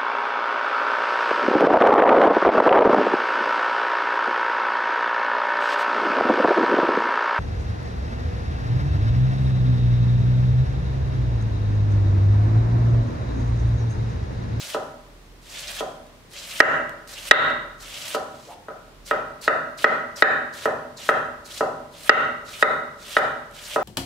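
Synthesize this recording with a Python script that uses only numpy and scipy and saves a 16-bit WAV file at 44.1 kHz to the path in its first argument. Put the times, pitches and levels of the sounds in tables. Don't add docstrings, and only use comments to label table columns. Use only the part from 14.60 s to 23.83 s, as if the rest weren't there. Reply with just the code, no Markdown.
import sys
import numpy as np
from scipy import signal
from scipy.fft import rfft, irfft, next_fast_len
from scipy.io import wavfile
from scipy.ndimage import uniform_filter1d

SR = 44100
rng = np.random.default_rng(int(sys.argv[2]) if len(sys.argv) > 2 else 0)


def voltage_ratio(level):
    return 10 ** (np.asarray(level, float) / 20)


def store_wav(level_fs):
    pcm = np.round(np.clip(np.atleast_2d(level_fs), -1, 1) * 32767)
    wavfile.write(sys.argv[1], SR, pcm.T.astype(np.int16))


N = 407043

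# (time [s], blow [dB], low modes [dB], upper modes [dB], blade ring [dB])
KNOCKS = [(0.1452, -21.5, 2, -8, -33), (1.2056, -27.5, 5, -8, -26), (2.0018, -2.5, -6, 9, -18),
          (2.7105, 3.5, -12, 5, -2.5), (3.5458, -19.5, -0.5, -10, -22), (4.0831, -28.5, -3, -8.5, -28),
          (4.5101, -12, -6.5, -0.5, -13), (4.8773, -9.5, -7, 1, -19), (5.242, -5.5, -7.5, 2, -15),
          (5.622, -4, -8.5, 3.5, -5), (6.0553, -12, -3.5, -5.5, -45), (6.4892, -8.5, -5, 1, -16),
          (7.007, -16.5, 1.5, -5, -36), (7.4931, 0, -10.5, 2.5, -10), (8.025, -6, -7.5, 1.5, -7.5),
          (8.566, -7.5, -7.5, 2, -12), (9.1597, -16, 1, -5, -30)]
# (frequency [Hz], level [dB], t60 [s])
LOW_MODES = [(133.6, -13, 0.054), (193, -11.5, 0.033), (243.2, -15.5, 0.22), (358.6, -2, 0.032),
             (437.6, -6, 0.091), (602.5, 10.5, 0.035), (662.4, 2, 0.025), (773, 1.5, 0.054),
             (992.3, -0.5, 0.062)]
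# (frequency [Hz], level [dB], t60 [s])
MID_MODES = [(1113, -10, 0.021), (1283, -2.5, 0.034), (1411, 1.5, 0.015)]
# (frequency [Hz], level [dB], t60 [s])
UPPER_MODES = [(1492, -3, 0.0089), (1642, 1, 0.016), (1871.5, -5, 0.018), (1780, 7.5, 0.0097),
               (1854, 3, 0.018), (1988.5, -1.5, 0.026)]
# (frequency [Hz], level [dB], t60 [s])
BLADE_MODES = [(3717, 4, 0.0098), (2800, -6, 0.0033), (5400, -6, .002), (6850, -12, 0.003)]
# (frequency [Hz], density [dB per Hz])
CRACK_SPECTRUM = [(1800, -16), (2300, 3.5), (2800, 5), (3400, -6.5), (5200, -18.5), (7000, -22.5),
                  (10000, -32), (15000, -48.5)]
# (delay [s], level [dB])
BOUNCES = [
    (0, 3),
    (.0026, -18.5),
    (.0047, -3.5),
]
# (frequency [Hz], level [dB], t60 [s])
CUPBOARD_MODES = [(278.7, -22.5, 0.88), (382.8, -23, 1), (445.8, -13, 0.37), (600, -15.5, 0.78),
                  (1040, -21, 0.73), (1194, -21.5, 1)]
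# (start [s], end [s], bite [s], tearing once in [dB], tearing at end [dB])
STROKES = [(-0.02, 0.143, 0.023, -45.5, -45.5), (0.817, 1.06, .11, -47, -48.5),
           (1.049, 1.197, .03, -42.5, -44), (1.692, 2.004, 0.037, -49.5, -44.5),
           (2.467, 2.686, 0.014, -49, -47), (3.179, 3.55, 0.037, -50, -42),
           (3.696, 3.93, 0.025, -64.5, -58), (4.447, 4.509, 0.02, -47.5, -51.5),
           (4.808, 4.875, 0.0081, -46.5, -51), (5.169, 5.231, 0.011, -48.5, -47),
           (5.556, 5.606, 0.0054, -48, -50.5), (5.921, 6.054, 0.017, -50.5, -46),
           (6.363, 6.503, 0.0085, -52, -45), (6.843, 6.999, .013, -51, -46),
           (7.305, 7.478, 0.022, -57.5, -47), (7.834, 8.022, 0.033, -53.5, -45),
           (8.369, 8.58, 0.056, -52, -43), (8.893, 9.156, .06, -53.5, -43.5)]
# (frequency [Hz], density [dB per Hz])
LEAF_SPECTRUM = [(380, -34), (590, -3), (750, -15), (1470, -8.5), (2400, -6.5), (3200, -6), (8000, -11),
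                 (15500, -21.5)]
# (time [s], level [dB])
LEAF_SNAPS = [
    (0.9248, -41),
    (1.468, -37),
    (2.2944, -25.5),
    (2.475, -25.5),
    (2.9024, -29),
    (3.2045, -28),
    (7.4745, -26),
    (8.912, -32),
    (1.095, -35.5),
    (3.228, -26),
]
# (time [s], level [dB], chatter [Hz])
SCRAPE_PATH = [
    (3.865, -56, 430),
    (3.885, -45, 570),
    (3.905, -41, 740),
    (3.918, -42, 850),
    (3.94, -60, 930),
]
# (frequency [Hz], t60 [s])
ROOM_T60 = [(200, 0.94), (500, 0.69), (1200, 0.72), (2000, 0.61), (4000, 0.62), (8000, 0.67)]
# (frequency [Hz], level [dB])
ROOM_COLOUR = [(200, 3.5), (600, 3.5), (1500, 0), (3000, -3.5), (6000, -2.5), (12000, -7.5)]
# (time [s], level [dB], frequency [Hz], t60 [s])
NUDGE = (8, -47, 77, .25)
# (time [s], level [dB])
RUMBLE_SWELL = [(0.0, -73), (0.5, -52.5), (1.1, -56), (1.8, -62), (3.3, -54.5), (3.5, -75), (4.2, -63),
                (4.4, -53), (5.0, -66.5), (6.2, -67), (7.0, -62), (7.6, -67), (8.4, -63.5), (9.23, -61)]
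# (frequency [Hz], density [dB per Hz])
RUMBLE_SPECTRUM = [(22, -27), (33, -8.5), (40, 5), (46, -8), (60, -18.5), (80, -36), (150, -70.5)]
# (frequency [Hz], density [dB per Hz])
AIR_SPECTRUM = [(25, -28.5), (70, -5), (120, -5), (250, -9.5), (400, -9.5), (700, -16), (1200, -16.5),
                (2500, -50)]
# (frequency [Hz], correlation [0-1])
EAR_LIKENESS = [(60, 0.9), (240, 0.74), (950, 0.29), (3770, 0.05), (15000, 0.04)]
# (frequency [Hz], left minus right [dB])
BALANCE = [(40, -2), (200, -0.2), (1000, -0.15), (3000, -1.5), (12000, 1.5)]
# (frequency [Hz], density [dB per Hz])
HISS_SPECTRUM = [(710, -40), (1200, -23), (1900, -20), (2410, -22.5), (3690, -24), (15500, -38)]


def evened(x):
    return x / np.sqrt(np.mean(x ** 2) + 1e-20)


def read(points, hz):
    f, value = np.transpose(points)
    return np.interp(np.log(hz + 1), np.log(f + 1), value)


def add(mix, start_s, sound):
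    part = mix[..., round(start_s * SR):][..., :sound.shape[-1]]
    part += sound[..., :part.shape[-1]]


def coloured(x, db_at):
    size = next_fast_len(x.shape[-1], True)
    gain = voltage_ratio(db_at(np.fft.rfftfreq(size, 1 / SR)))
    return irfft(rfft(x, size) * gain, size)[..., :x.shape[-1]]


def resonate(x, hz, width_hz):
    turn = np.exp(2j * np.pi * np.cumsum(hz) / SR)
    r = np.exp(-np.pi * width_hz / SR)
    return 2 * (turn * signal.lfilter([1 - r], [1, -r], x / turn)).real


def ring(modes, spot, seconds):
    t = np.arange(round(seconds * SR)) / SR
    contact = (1 - np.exp(-t / 0.00075)) ** 2
    total = np.zeros((2, len(t)))
    for k, ((hz, db, t60_s), (strength, spread)) in enumerate(zip(modes, spot)):
        phase = np.outer([1, -1], 0.5 * spread * np.tanh(hz / 900))
        envelope = voltage_ratio(db + 1.02 * strength - 60 * t / t60_s)
        total += (-1) ** k * envelope * np.sin(2 * np.pi * hz * t + phase)
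    return contact * total


def knocks():
    near, far, rung = np.zeros((3, 2, N))
    spots = rng.standard_normal((len(KNOCKS), 4, 9, 2))
    grits = rng.standard_normal((len(KNOCKS), 3, 1024))
    t = np.arange(1024) / SR
    crack_envelope = voltage_ratio(-60 * t / 0.014) * (1 - np.exp(-t / 0.00069))
    for (s, blow_db, low_db, upper_db, blade_db), spot, grit in zip(KNOCKS, spots, grits):
        board = voltage_ratio(low_db - 7.5) * ring(LOW_MODES, spot[0], 0.034)
        board += ring(MID_MODES, spot[1], 0.034)
        board += voltage_ratio(upper_db - 4.5) * ring(UPPER_MODES, spot[2], 0.034)
        board += voltage_ratio(blade_db) * ring(BLADE_MODES, spot[3], 0.034)
        burst = (grit[0] + grit[1:]) * crack_envelope
        crack = evened(coloured(np.roll(burst, 40, axis=1), lambda f: read(CRACK_SPECTRUM, f)))
        add(board, 0, crack * voltage_ratio(-28.5 + 0.91 * upper_db))
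        for delay_s, db in BOUNCES:
            add(near, s + delay_s, voltage_ratio(blow_db + db) * board)
        add(far, s, voltage_ratio(blow_db) * board)
        add(rung, s, voltage_ratio(blow_db + low_db) * ring(CUPBOARD_MODES, spot[0], 0.16))
    return near, far, rung


def strokes():
    bite_db, shove_db, shove_s = -19.5, 4.5, 0.03
    linger_s, linger_s_per_db = 0.041, 0.0012
    squeak_hz, squeak_hz_per_speed, squeak_sag = 3160, 113, 0.17
    t = np.arange(N) / SR
    knock_s, blow_db = np.transpose(KNOCKS)[:2]
    level_db, depth, hz = np.full(N, -120.), np.zeros(N), np.full(N, float(squeak_hz))
    for start, end, bite, in_db, end_db in STROKES:
        soft_db = max(-blow_db[np.argmin(abs(knock_s - end))], 0)
        t60_s = linger_s + linger_s_per_db * soft_db
        push_db = shove_db * max(1 - soft_db / 18, 0)
        db = np.interp(t, [start, start + bite, end], [in_db + bite_db, in_db, end_db])
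        db += push_db * np.exp(-abs(end - t) / shove_s)
        db -= 60 * np.maximum(t - end - 0.004, 0) / t60_s
        here = (t >= start) & (db > level_db)
        deep = np.clip((t - start) / (end - start), 0, 1)
        pitch_hz = (squeak_hz + squeak_hz_per_speed / (end - start)) * (1 - squeak_sag * deep)
        level_db[here], depth[here], hz[here] = db[here], deep[here], pitch_hz[here]
    return level_db, depth, hz


def slices():
    tear_db, depth, hz = strokes()
    t = np.arange(N) / SR
    span = round(0.021 * SR)
    layer, gloss, bulk, bend = (evened(uniform_filter1d(uniform_filter1d(v, span), span))
                                for v in rng.standard_normal((4, N)))
    shared, *own = rng.standard_normal((3, N))
    cell_snaps = voltage_ratio(0.95 * rng.exponential(1, N)) * (rng.random(N) < 2500 / SR)
    clumps = voltage_ratio(1.2 * evened(uniform_filter1d(rng.standard_normal(N), 300)))
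    cells = (shared * (1 + 0.5 * evened(cell_snaps)) + 1.01 * np.array(own)) * clumps
    cells = coloured(cells, lambda f: read(LEAF_SPECTRUM, f))

    def band(lo_hz, hi_hz):
        return coloured(cells, lambda f: -60. * ((f < lo_hz) | (f >= hi_hz)))

    body, crunch, tear, fizz = band(0, 2000), band(2000, 3800), band(3800, 8000), band(8000, SR)
    deep = voltage_ratio(0.65 * np.minimum(np.interp(t - 0.012, t, tear_db) - tear_db, 0))
    squeak = 0.6 * resonate(deep * crunch + tear, hz * (1 + 0.074 * bend), 700)
    sound = deep * voltage_ratio(0.6 + 1.2 * bulk) * body
    sound += deep * voltage_ratio(0.5 * (depth - 1.5) + 2.5 * bulk[::-1]) * crunch
    sound += voltage_ratio(1.9 * bend[::-1]) * tear + voltage_ratio(4.8 * gloss[::-1]) * squeak
    sound /= np.std(tear)
    sound += voltage_ratio(-4.5 + 2.5 * depth + 1.5 * gloss) * evened(fizz)
    return voltage_ratio(tear_db + 0.44 * layer + 3) * sound


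def snaps():
    out, t = np.zeros((2, N)), np.arange(512) / SR
    for (s, db), noise in zip(LEAF_SNAPS, rng.standard_normal((len(LEAF_SNAPS), 2, 512))):
        bright = coloured(noise + 0.5 * noise[::-1], lambda f: read(LEAF_SPECTRUM, f))
        add(out, s, voltage_ratio(db - 60 * t / 0.0086) * bright)
    return out


def scrape():
    s, db, hz = np.transpose(SCRAPE_PATH)
    t = np.arange(s[0], s[-1], 1 / SR)
    glide_hz = np.interp(t, s, hz)
    rub = resonate(rng.standard_normal(len(t)), glide_hz, 170)
    rub = evened(resonate(rub, glide_hz, 400))
    out = np.zeros(N)
    add(out, s[0], voltage_ratio(np.interp(t, s, db)) * rub * signal.windows.tukey(len(t), 0.2))
    return out


def nudge():
    s, db, hz, t60_s = NUDGE
    t, out = np.arange(SR // 3) / SR, np.zeros(N)
    onset = (1 - np.exp(-t / 0.022)) ** 2
    add(out, s, voltage_ratio(db - 60 * t / t60_s) * onset * np.sin(2 * np.pi * hz * t))
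    return out


def room(x):
    taps = np.zeros((3, SR))
    at = np.arange(200, SR - 20, 20) + rng.integers(0, 20, (3, (SR - 201) // 20))
    np.put_along_axis(taps, at, rng.choice([-1., 1.], at.shape), 1)
    hz, t, z = signal.stft(taps[0] + 2.2 * taps[1:], SR, nperseg=256)
    shape_db = read(ROOM_COLOUR, hz)[:, None] - 60 * t / read(ROOM_T60, hz)[:, None]
    tail = signal.istft(z * voltage_ratio(shape_db), SR, nperseg=256)[1]
    wet = signal.fftconvolve(x[None], tail / np.linalg.norm(tail[0]), axes=1)[:, :N]
    side = coloured(wet[0] - wet[1], lambda f: -10 * np.log10(1 + (800 / (f + 1)) ** 3.7))
    return wet.mean(0) + np.outer([0.5, -0.5], side)


def hush():
    def likeness(f):
        return np.clip(read(EAR_LIKENESS, f), 0.01, 0.99)

    left, other = rng.standard_normal((2, N))
    right = coloured(left, lambda f: 20 * np.log10(likeness(f)))
    right += coloured(other, lambda f: 10 * np.log10(1 - likeness(f) ** 2))
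    both = np.array([left, right])
    swell = voltage_ratio(np.interp(np.arange(N) / SR, *np.transpose(RUMBLE_SWELL)))
    drift = evened(uniform_filter1d(rng.standard_normal(N), SR // 4))
    hum = np.sin(2 * np.pi * np.cumsum(40.3 + 1.2 * drift) / SR)
    floor = evened(coloured(both, lambda f: read(RUMBLE_SPECTRUM, f)))
    air = evened(coloured(both, lambda f: read(AIR_SPECTRUM, f)))
    return swell * (1.9 * hum + 0.38 * floor) + voltage_ratio(-52.5) * air


def scene():
    near, far, rung = knocks()
    leaves, drag = slices() + snaps(), scrape()
    echo = room(voltage_ratio(2.5) * far[0] + voltage_ratio(-6.5) * leaves.mean(0) + voltage_ratio(-5) * drag)
    small = signal.butter(2, 120, "high", fs=SR, output="sos")
    return signal.sosfilt(small, near + rung + leaves + drag + echo) + hush() + nudge()


def roll_off(x):
    return signal.sosfilt(signal.butter(12, 15640, fs=SR, output="sos"), x)


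def record(dry):
    ears = np.array([coloured(x, lambda f: side * read(BALANCE, f) / 2) for x, side in zip(dry, (1, -1))])
    t = np.arange(N) / SR
    lag, grip = np.exp(-1 / (0.005 * SR)), np.exp(-1 / (0.0021 * SR))
    power = signal.lfilter([1 - lag], [1, -lag], (ears ** 2).mean(0))
    power_db = 10 * np.log10(power + 1e-12)
    fall_db = 140 * t
    held_db = np.maximum.accumulate(power_db + fall_db) - fall_db
    over_db = np.maximum(held_db + 18.5, 0)
    late_db = np.interp(t - 0.005, t, signal.lfilter([1 - grip], [1, -grip], over_db))
    ducked = ears / voltage_ratio(0.78 * late_db)
    hiss = voltage_ratio(-56) * evened(coloured(rng.standard_normal(dry.shape), lambda f: read(HISS_SPECTRUM, f)))
    rounded = ducked / (1 + (ducked / 0.99) ** 4) ** 0.25
    overload = coloured(rounded - ducked,
                        lambda f: -10 * np.log10((1 + (200 / (f + 1)) ** 4) * (1 + (f / 6500) ** 4)))
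    edged = coloured(ducked + overload + hiss, lambda f: -60. * (f > 15750))
    mix = np.clip(edged, -1, 1)
    return roll_off(mix)


dry = scene()
out = record(dry)
store_wav(out)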